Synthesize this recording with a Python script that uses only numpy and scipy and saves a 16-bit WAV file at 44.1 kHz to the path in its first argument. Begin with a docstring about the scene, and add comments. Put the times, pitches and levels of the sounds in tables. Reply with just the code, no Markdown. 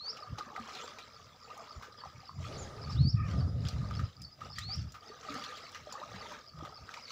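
"""Buffaloes wading in a muddy pond.

Legs slosh, slap and plop: large bubbles gurgle, thrown drops fizz. Gusts buffet the microphone.
One small bird repeats a quick ticking phrase, another gives rising whistles, a far crow caws once.
The microphone's port rings near 1250 Hz; the sound is almost mono."""
import sys
import numpy as np
from scipy import signal
from scipy.fft import rfft, irfft, next_fast_len
from scipy.io import wavfile
from scipy.ndimage import uniform_filter1d

SR = 44100
rng = np.random.default_rng(int(sys.argv[2]) if len(sys.argv) > 2 else 0)


def wrap_up_sound(samples):
    """Save the sound to the file named by the first command line argument, as 16-bit audio."""
    columns = np.atleast_2d(samples).T
    # keep every value between -1 and 1, then stretch to whole-number steps
    tamed = np.clip(columns, -1, 1)
    steps = np.round(tamed * 32767).astype(np.int16)
    wavfile.write(sys.argv[1], SR, steps)


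N = 313551
TIME_S = np.arange(N) / SR
COARSE_S = TIME_S[::32]  # clock for slow envelopes


def amp(db):
    """Decibels to gain."""
    return 10 ** (np.asarray(db) / 20)


def unit(x):
    """Scale to rms 1."""
    return x / np.sqrt(np.mean(x ** 2) + 1e-20)


def gain_at(spectrum, hz):
    """Gain from (Hz, dB) points joined on a log-frequency axis."""
    points_hz, db = np.transpose(spectrum)
    return amp(np.interp(np.log(hz + 1), np.log(points_hz + 1), db))


def add(mix, start_s, sound):
    """Mix a sound in at start_s."""
    start = round(start_s * SR)
    sound = sound[max(-start, 0):]
    part = mix[max(start, 0):][:len(sound)]
    part += sound[:len(part)]


def colour(x, spectrum, size=4096):
    """Minimum-phase filter from (Hz, dB) points."""
    log_gain = np.log(gain_at(spectrum, abs(np.fft.fftfreq(size, 1 / SR))))
    taps = np.fft.ifft(np.exp(np.conj(signal.hilbert(log_gain)))).real
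    return signal.oaconvolve(x, taps[:size // 2])[:len(x)]


def band_rms(x, lo_hz, hi_hz):
    """Rms within one band."""
    return np.std(signal.sosfilt(signal.butter(3, [lo_hz, hi_hz], "band", fs=SR, output="sos"), x))


def wander(rate_hz, count=N):
    """Smooth noise of rms about 1, rolling off above rate_hz."""
    size = next_fast_len(N, True)
    lowpass = np.exp(-(np.fft.rfftfreq(size, 1 / SR) / rate_hz) ** 2)
    return unit(irfft(rfft(rng.standard_normal(size)) * lowpass, size))[:count]


def patchy(x, depth_db, span_s, span_hz):
    """Random gain patches in time and frequency."""
    spectrogram = signal.stft(x, nperseg=512, noverlap=384)[2]
    patches = rng.standard_normal(spectrogram.shape)
    for axis, span in enumerate([span_hz * 512 / SR, span_s * SR / 128]):
        kernel = np.hanning(max(round(2 * span), 3))
        patches = signal.fftconvolve(patches, np.expand_dims(kernel, 1 - axis), "same")
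    return signal.istft(spectrogram * amp(depth_db * unit(patches)), nperseg=512, noverlap=384)[1][:N]


def surge(peak_s, rise_s, fall_s):
    """Coarse envelope, 10 dB down at rise_s before and fall_s after its peak."""
    t = COARSE_S - peak_s
    return amp(-10 * np.where(t < 0, (t / rise_s) ** 2, t / fall_s).clip(0, 20))


def power_sum(floor_db, surges):
    """Audio-rate envelope of overlapping surges on a steady floor."""
    return np.interp(TIME_S, COARSE_S, np.sqrt(amp(floor_db) ** 2 + np.sum(np.square(surges), axis=0)))


def scatter(x, t60_s, wet_db):
    """Add sparse echoes off the banks, herd and bushes."""
    t = np.arange(SR // 2) / SR
    taps = rng.standard_normal(len(t)) * (rng.random(len(t)) < 1500 / SR)  # 1500 echoes a second
    taps *= (t > .005) * np.exp(-np.log(1000) * t / t60_s)
    return x + amp(wet_db) * signal.oaconvolve(x, taps / np.linalg.norm(taps))[:N]


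def hiss():
    """Each channel's own faint noise."""
    # Each row: frequency in Hz, gain in dB.
    spectrum = [(30, -68.5), (100, -64), (300, -64.5), (1200, -69), (5000, -73.5), (15000, -69.5)]
    return np.array([colour(noise, spectrum) for noise in rng.standard_normal((2, N))])


def air():
    """Faint wash of open country."""
    # Each row: frequency in Hz, relative level in dB.
    spectrum = [(30, -6), (100, 6), (300, 1), (550, -23.5), (900, -10), (2000, -4.5), (3000, -19),
                (4200, -18), (5000, 2.5), (6500, -15), (10000, -9), (15000, -8)]
    wash = patchy(colour(rng.standard_normal(N), spectrum), depth_db=1.6, span_s=.05, span_hz=400)
    return amp(-63.5) * unit(wash)


def crow():
    """One hoarse harmonic caw; the pitch arches and drops."""
    # Each row: time in seconds, pitch in Hz, level in dB.
    caw = [(3.13, 587, -86), (3.169, 599, -59), (3.20, 620, -52), (3.249, 595, -53), (3.278, 569, -56),
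           (3.32, 506, -58), (3.35, 487, -68)]
    # Each row: frequency in Hz, gain in dB.
    throat = [(550, -36), (1150, -0.5), (1850, 1.5), (2400, 3), (3000, -43), (4000, -37)]
    times_s, hz, db = np.transpose(caw)
    pitch_hz = np.interp(TIME_S, times_s, hz)
    phase = 2 * np.pi * np.cumsum(pitch_hz * (1 + .04 * wander(260))) / SR
    voice = sum(gain_at(throat, k * pitch_hz) * np.sin(k * phase) * (1 + .5 * wander(130))
                for k in range(1, 7))
    return voice * amp(np.interp(TIME_S, times_s, db)) * (TIME_S > times_s[0]) * (TIME_S < times_s[-1])


def whistle(times_s, hz, db):
    """Quivering pure tone along a pitch and level path."""
    t = np.arange(times_s[0], times_s[-1], 1 / SR)
    pitch_hz = np.interp(t, times_s, hz) * (1 + .0055 * wander(300, count=len(t)))
    envelope = amp(np.interp(t, times_s, db)) * signal.windows.tukey(len(t), .05)
    return envelope * np.sin(2 * np.pi * np.cumsum(pitch_hz) / SR)


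def note(length_s, start_hz, end_hz):
    """Short, slightly raspy glide."""
    pitch_hz = np.linspace(start_hz, end_hz, int(length_s * SR))
    rasp = .018 * unit(uniform_filter1d(rng.standard_normal(SR // 8), 50))[:len(pitch_hz)]
    return np.sin(2 * np.pi * np.cumsum(pitch_hz * (1 + rasp)) / SR) * np.hanning(len(pitch_hz))


def bird_calls(echo_s=.075, echo_db=-21):
    """Rising whistles echoed by the far bank, one thin call and stray chirps."""
    # Each row: top of the sweep in seconds, level in dB, time stretch.
    whistles = [(.113, -40.5, 0.94), (3.111, -42, 1.0), (4.753, -41, 1.02)]
    # Each row: offset from the top in seconds, pitch in Hz, relative level in dB.
    upsweep = [(-.15, 3090, -17), (-.128, 3730, -2), (-.108, 4220, -1.5), (-.075, 4380, -1.5),
               (-.04, 4600, 5.5), (-.02, 4980, 7), (-.004, 5550, 5.5), (.004, 5760, -22.5)]
    # Each row: time in seconds, pitch in Hz, level in dB.
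    thin_call = [(2.576, 5970, -48), (2.590, 7160, -44), (2.601, 7170, -41.5), (2.615, 6820, -48),
                 (2.635, 6450, -44.5), (2.655, 6540, -61)]
    # Each row: start and length in seconds, start and end pitch in Hz, level in dB.
    chirps = [(0.43, 0.053, 7000, 6950, -67), (0.81, 0.066, 7370, 7380, -49),
              (1.028, .045, 7400, 7250, -66), (1.166, 0.045, 7100, 6840, -66),
              (1.405, 0.098, 7100, 7100, -61), (1.718, 0.091, 6980, 7000, -62),
              (2.331, 0.046, 7340, 7050, -63), (2.886, 0.038, 5000, 5460, -44.5),
              (2.909, 0.039, 4330, 4970, -43.5), (4.523, 0.031, 4960, 5550, -46),
              (4.55, 0.034, 4150, 5170, -42.5)]
    out = np.zeros(N)
    offsets_s, hz, shape_db = np.transpose(upsweep)
    for top_s, db, stretch in whistles:
        times_s = top_s + offsets_s * stretch
        call = whistle(times_s, hz, db + shape_db)
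        add(out, times_s[0], call)
        add(out, times_s[0] + echo_s, amp(echo_db) * call)
    add(out, thin_call[0][0], whistle(*np.transpose(thin_call)))
    for start_s, length_s, start_hz, end_hz, db in chirps:
        add(out, start_s, amp(db) * note(length_s, start_hz, end_hz))
    return out


def ticking_bird(period_s=.2805, spread_db=1.5):
    """One quick phrase, repeated in bouts."""
    # Each row: first phrase and end of the bout in seconds.
    bouts = [(.235, .4), (1.166, 7.2)]
    # Each row: time in seconds, level in dB.
    loudness = [(.2, -44), (1.3, -46.5), (2.0, -43), (3.6, -41.5), (4.25, -38.5), (5.1, -43), (6.1, -43.5),
                (7.05, -39)]
    # Each row: centre offset and length in seconds, start and end pitch in Hz, relative level in dB.
    phrase = [(-.083, .006, 4560, 5170, -6), (-.052, .005, 4900, 5600, -13.5),
              (-.030, .011, 4900, 5000, -5.5), (-.018, .009, 4770, 5260, -4), (-.011, .005, 4700, 5600, -3),
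              (0, .016, 4450, 4600, -2.5), (0.08, 0.059, 4850, 5044, -16)]
    out = np.zeros(N)
    for phrase_s in np.concatenate([np.arange(first_s, end_s, period_s) for first_s, end_s in bouts]):
        phrase_db = np.interp(phrase_s, *np.transpose(loudness))
        for offset_s, length_s, start_hz, end_hz, note_db in phrase:
            gain = amp(phrase_db + note_db + spread_db * rng.standard_normal())
            add(out, phrase_s + offset_s - length_s / 2, gain * note(length_s, start_hz, end_hz))
    return out


def wind_rush():
    """Soft rush that comes with the long gust."""
    # Each row: frequency in Hz, relative level in dB.
    spectrum = [(150, -1), (300, 0), (450, 5.5), (700, 4.5), (1100, -12), (2000, -9.5), (2800, -24.5),
                (3600, -12), (7500, -19.5), (10000, -12.5), (12500, -36)]
    # Each row: time in seconds, level in dB.
    loudness = [(2.33, -90), (2.41, -78), (2.5, -46.5), (2.75, -49.5), (2.95, -60.5), (3.2, -64),
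                (3.38, -49.5), (3.55, -57), (3.75, -53.5), (4.0, -55), (4.15, -71)]
    rush = patchy(colour(rng.standard_normal(N), spectrum), depth_db=2, span_s=.08, span_hz=300)
    return unit(rush) * amp(np.interp(TIME_S, *np.transpose(loudness)))


def buffeting(breeze_db=-69.5):
    """Eddies rumble on the microphone; two gusts and short puffs set their force."""
    # Each row of both: time in seconds, level in dB.
    long_gust = [(2.27, -75), (2.33, -56), (2.39, -37.5), (2.53, -50.5), (2.58, -44.5), (2.72, -54),
                 (2.91, -37.5), (3.01, -26.5), (3.08, -30.5), (3.11, -44), (3.16, -30.5), (3.3, -35),
                 (3.4, -28.5), (3.53, -37), (3.66, -34.5), (3.71, -49), (3.75, -32), (3.88, -39),
                 (3.99, -34.5), (4.06, -43), (4.15, -74)]
    late_gust = [(4.36, -68.5), (4.44, -48), (4.53, -53.5), (4.68, -43.5), (4.735, -53), (4.79, -37.5),
                 (4.865, -41), (4.91, -57.5), (4.97, -61)]
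    # Each row: peak time in seconds, level in dB, seconds to rise or fall 10 dB.
    puffs = [(.325, -42, .035), (.61, -60, .03), (1.26, -61, 0.1), (1.78, -48.5, .02), (2.075, -54, .02),
             (2.175, -49, .03), (4.225, -47.5, 0.05), (5.35, -55.5, .06), (5.82, -59, 0.06),
             (6.155, -52.5, 0.07), (6.61, -50, .07), (6.825, -49, .025)]
    # Each row: frequency in Hz, relative level in dB.
    spectrum = [(20, -44.5), (35, -26), (55, -6.5), (80, 3), (130, 0), (180, -9), (260, -18.5), (400, -34),
                (900, -59.5), (3000, -76)]
    gusts = [amp(np.interp(COARSE_S, *np.transpose(gust), left=-np.inf, right=-np.inf))
             for gust in (long_gust, late_gust)]
    gusts += [amp(db) * surge(peak_s, width_s, width_s) for peak_s, db, width_s in puffs]
    eddies = colour(rng.standard_normal(N), spectrum)
    eddies /= np.sqrt(uniform_filter1d(eddies ** 2, 1200) + 1e-12)  # flatten the noise's own swells
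    rumble = power_sum(breeze_db, gusts) * eddies * amp(1.3 * wander(22))
    return signal.sosfilt(signal.butter(3, 52, "high", fs=SR, output="sos"), rumble)


def wind_thumps():
    """Hard eddies each push and pull the diaphragm for about one cycle."""
    # Each row: centre in seconds, peak in dB, pitch in Hz.
    eddies = [(0.331, -36, 84.5), (1.778, -42.5, 70), (3.014, -16.5, 125), (3.054, -21, 172),
              (3.077, -24, 145), (3.148, -17.5, 120), (3.753, -25, 84), (4.04, -26.5, 87.5),
              (4.792, -31, 86.2)]
    out, t = np.zeros(N), np.arange(-1000, 1000) / SR
    for centre_s, db, hz in eddies:
        add(out, centre_s + t[0], -amp(db) * np.cos(2 * np.pi * hz * t) * np.exp(-(t * hz / .8) ** 2))
    return out


def bubble(hz, t60_s, rise):
    """An air pocket rings; nearing the surface, its pitch climbs by the fraction rise per t60_s."""
    t = np.arange(int(t60_s * SR) + 2) / SR
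    envelope = np.exp(-np.log(1000) * t / t60_s) * (1 - np.exp(-2 * t * hz))
    return envelope * np.sin(2 * np.pi * hz * (t + rise * t ** 2 / t60_s / 2))


def swarm(lo_hz, hi_hz, per_s, t60_cycles, spread_db, sizes=48):
    """Random bubbles of many sizes, a few much stronger than the rest."""
    out = np.zeros(N)
    for hz in np.geomspace(lo_hz, hi_hz, sizes):
        chance = rng.random(N) * SR * sizes / per_s
        ring = bubble(hz, t60_cycles / hz, rise=.11) * hz  # small bubbles ring briefly but hard
        for onset in np.flatnonzero(chance < 1):
            strength = min(-np.log(chance[onset] + 1e-9), 4)
            add(out, onset / SR, amp(spread_db * strength) * ring)
    return unit(out)


def crackles():
    """Short crackling bursts: water slaps, bright drops and a sharp tick."""
    # Each row: start in seconds, level in dB, spectral peak in Hz, t60 in seconds.
    bursts = [(.169, -41.5, 2830, .052), (.382, -44, 1940, 0.11), (.384, -39.5, 4600, 0.054),
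              (.562, -37.5, 1430, 0.054), (.599, -42, 9400, .012), (.75, -38, 3980, .052),
              (.838, -48, 605, 0.091), (.985, -41, 2330, 0.096), (1.576, -39, 9300, 0.015),
              (1.823, -44.5, 1660, 0.21), (3.087, -45, 9400, 0.014), (3.651, -35.5, 3000, .02),
              (3.685, -30, 4600, 0.029), (3.909, -35.5, 1510, 0.017), (3.951, -43, 2500, .027),
              (3.992, -41, 1730, 0.1), (4.217, -39.5, 9460, .043), (4.407, -46.5, 1900, .087),
              (4.5819, -40, 2050, .021), (4.5847, -29.5, 4200, .03), (4.590, -28, 9100, 0.015),
              (4.757, -39, 9400, 0.017), (4.921, -41, 7000, 0.027), (4.942, -45, 1410, .13),
              (5.32, -41.5, 2030, .093), (5.342, -37, 9400, 0.027), (5.438, -33, 3500, 0.037),
              (5.572, -40.5, 3500, 0.038), (5.718, -41, 9300, 0.022), (5.746, -40.5, 1880, 0.13),
              (5.924, -31.5, 6900, .025), (6.321, -41.5, 1180, 0.043), (6.587, -48.5, 1230, 0.036),
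              (6.649, -42.5, 1130, .074), (6.891, -38, 1830, .016), (6.939, -35, 2540, .036)]
    out, t = np.zeros(N), np.arange(SR // 4) / SR
    for start_s, db, hz, t60_s in bursts:
        envelope = np.exp(-np.log(1000) * t / t60_s) * (1 - np.exp(-t / .0006))
        crackle = rng.standard_normal(len(t))
        crackle *= amp(1.2 * unit(uniform_filter1d(rng.standard_normal(len(t)), 60)))
        spectrum = [(hz / 8, -36), (hz / 2, -14), (hz / .91, -2), (hz, 0), (hz * 1.12, -9), (hz * 5, -23)]
        burst = colour(crackle * envelope, spectrum)
        add(out, start_s, amp(db) * burst * np.linalg.norm(envelope) / np.linalg.norm(burst))
    return out


def plops():
    """Air pockets close behind a leg and ring as big bubbles."""
    # Each row: start in seconds, level in dB, pitch in Hz, t60 in seconds.
    pockets = [(.224, -42, 1186, .035), (.468, -38.5, 222, 0.045), (.562, -30, 2020, 0.022),
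               (.578, -33.5, 764, .04), (.598, -38.5, 227, 0.094), (.842, -35.5, 476, .039),
               (1.59, -47, 671, 0.18), (1.883, -39.5, 470, .025), (2.037, -33.5, 1006, .027),
               (2.057, -34, 780, .028), (2.232, -45, 750, .043), (2.293, -35.5, 1045, .03),
               (4.584, -26, 1860, .021), (4.690, -44.5, 767, 0.086), (5.100, -40.5, 417, 0.066),
               (5.300, -41, 284, 0.35), (5.360, -34, 254, 0.065), (5.871, -35, 597, 0.039),
               (5.940, -39, 820, 0.064), (5.953, -38.5, 1118, .087), (5.985, -45, 516, .09),
               (6.145, -42.5, 185, .14), (6.318, -39.5, 940, .048), (6.545, -43.5, 153.7, .52),
               (6.625, -31.5, 307, 0.029), (6.891, -34, 1510, 0.017), (6.975, -37, 933, 0.031)]
    out = np.zeros(N)
    for start_s, db, hz, t60_s in pockets:
        add(out, start_s, amp(db) * bubble(hz, t60_s, rise=.092))
    return out


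def wading(lapping_db=-76.5, dripping_db=-76.5):
    """Leg strokes push the water: large bubbles gurgle, thrown drops fizz back in clumps."""
    # Each row: peak time, 10 dB rise and 10 dB fall in seconds, slosh and spray levels in dB.
    strokes = [(0.04, 0, 0.25, -60.0, -68), (0.174, 0.15, 0.35, -56, -63.0),
               (0.386, 0.01, 0.05, -49.5, -55.5), (0.573, 0.17, 0.1, -54.5, -64.5),
               (0.752, 0.16, 0.24, -56.0, -53.0), (0.838, 0.17, 0.34, -56.0, -60.0),
               (1.27, -0.1, 0.8, -67.5, -68.5), (1.6, 0.15, 0.23, -54, -59.5),
               (1.853, 0.08, 0.56, -61.0, -72.5), (2.051, 0.12, 0.14, -62.5, -65.0),
               (2.278, 0.24, 0.1, -77.5, -67), (2.45, 0.06, 0.24, -56, -54), (2.86, 0.1, 0.1, -53.5, -63),
               (2.922, 0.05, 0.08, -80, -54.5), (3.305, 0.05, 0.09, -67, -56), (3.4, 0.12, 0.08, -54, -73),
               (3.683, 0.07, 0.11, -76.0, -55), (3.847, 0.16, 0.08, -58.0, -65.5),
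               (3.999, 0.15, 0.13, -64.5, -59.5), (4.463, 0.08, 0.05, -55.5, -58),
               (4.595, 0.05, 0.07, -82, -55), (4.716, 0.032, 0.16, -62, -58),
               (5.067, 0.05, 0.22, -56.5, -61), (5.372, 0.155, 0.21, -50.0, -50.5),
               (5.598, 0.26, 0.18, -58.5, -56.5), (5.76, 0.08, 0.13, -77, -59),
               (6.017, 0.13, 0.04, -51.0, -58), (6.154, 0.14, 0.11, -56.5, -57),
               (6.339, 0.214, 0.08, -51.5, -55), (6.677, 0.109, 0.14, -54.5, -61.0),
               (6.983, 0.149, 0.1, -59.0, -56.5), (7.108, 0.04, 0.15, -64.0, -52.0)]
    # Each row of both: frequency in Hz, relative level in dB.
    slosh_spectrum = [(60, -51.5), (150, 11), (300, -9.5), (470, 1), (700, -0.5), (1100, -1), (1900, -10.5),
                      (2700, -34.5), (6000, -28.5)]
    spray_spectrum = [(500, -32), (1200, 2.5), (2000, 5.5), (3000, 1.5), (4000, 2.5), (5500, -1.5),
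                      (7500, 1), (15000, -7.5)]
    slosh = power_sum(lapping_db, [amp(db) * surge(*timing_s) for *timing_s, db, _ in strokes])
    spray = power_sum(dripping_db, [amp(db) * surge(*timing_s) for *timing_s, _, db in strokes])
    gurgle = swarm(220, 2600, per_s=520, t60_cycles=34, spread_db=2.8) + .35 * rng.standard_normal(N)
    gurgle = colour(gurgle * amp(wander(25)), slosh_spectrum)
    drops = swarm(1300, 6300, per_s=1300, t60_cycles=48, spread_db=3) + rng.standard_normal(N)
    drops = colour(drops * amp(1.3 * wander(60)), spray_spectrum)
    drops = patchy(drops, depth_db=2.6, span_s=.05, span_hz=450)
    return slosh * gurgle / band_rms(gurgle, 400, 1080) + spray * drops / band_rms(drops, 2300, 3600)


def scene():
    """Pond, birds and wind, nearly alike in both channels, over separate hiss."""
    foreground = scatter(wading() + crackles() + plops(), t60_s=.16, wet_db=-9)
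    birds = scatter(bird_calls() + ticking_bird() + crow(), t60_s=.18, wet_db=-7.5)
    field = foreground + birds + air()
    width = amp(-41.5) * np.roll(field, 300) * np.array([[1], [-1]])  # faint antiphase echo
    return hiss() + buffeting() + wind_rush() + wind_thumps() + field + width


def record(dry):
    """Microphone port resonance and dull top, then the band limit."""
    # Each row: frequency in Hz, gain in dB.
    port = [(20, 2), (900, -1.5), (1120, 0.5), (1245, 13), (1400, -1.5), (2000, -4.5), (5600, -1.5),
            (6400, -4.5), (7400, -5.5), (8300, -17), (13500, -18.5), (15100, -9.5), (16000, -15)]
    edge_hz = 15650
    heard = np.array([colour(channel, port) for channel in dry])
    lowpass = signal.firwin(511, edge_hz, window=("kaiser", 9), fs=SR)
    return signal.oaconvolve(heard, lowpass[None], "same")


dry = scene()
out = record(dry)
wrap_up_sound(out)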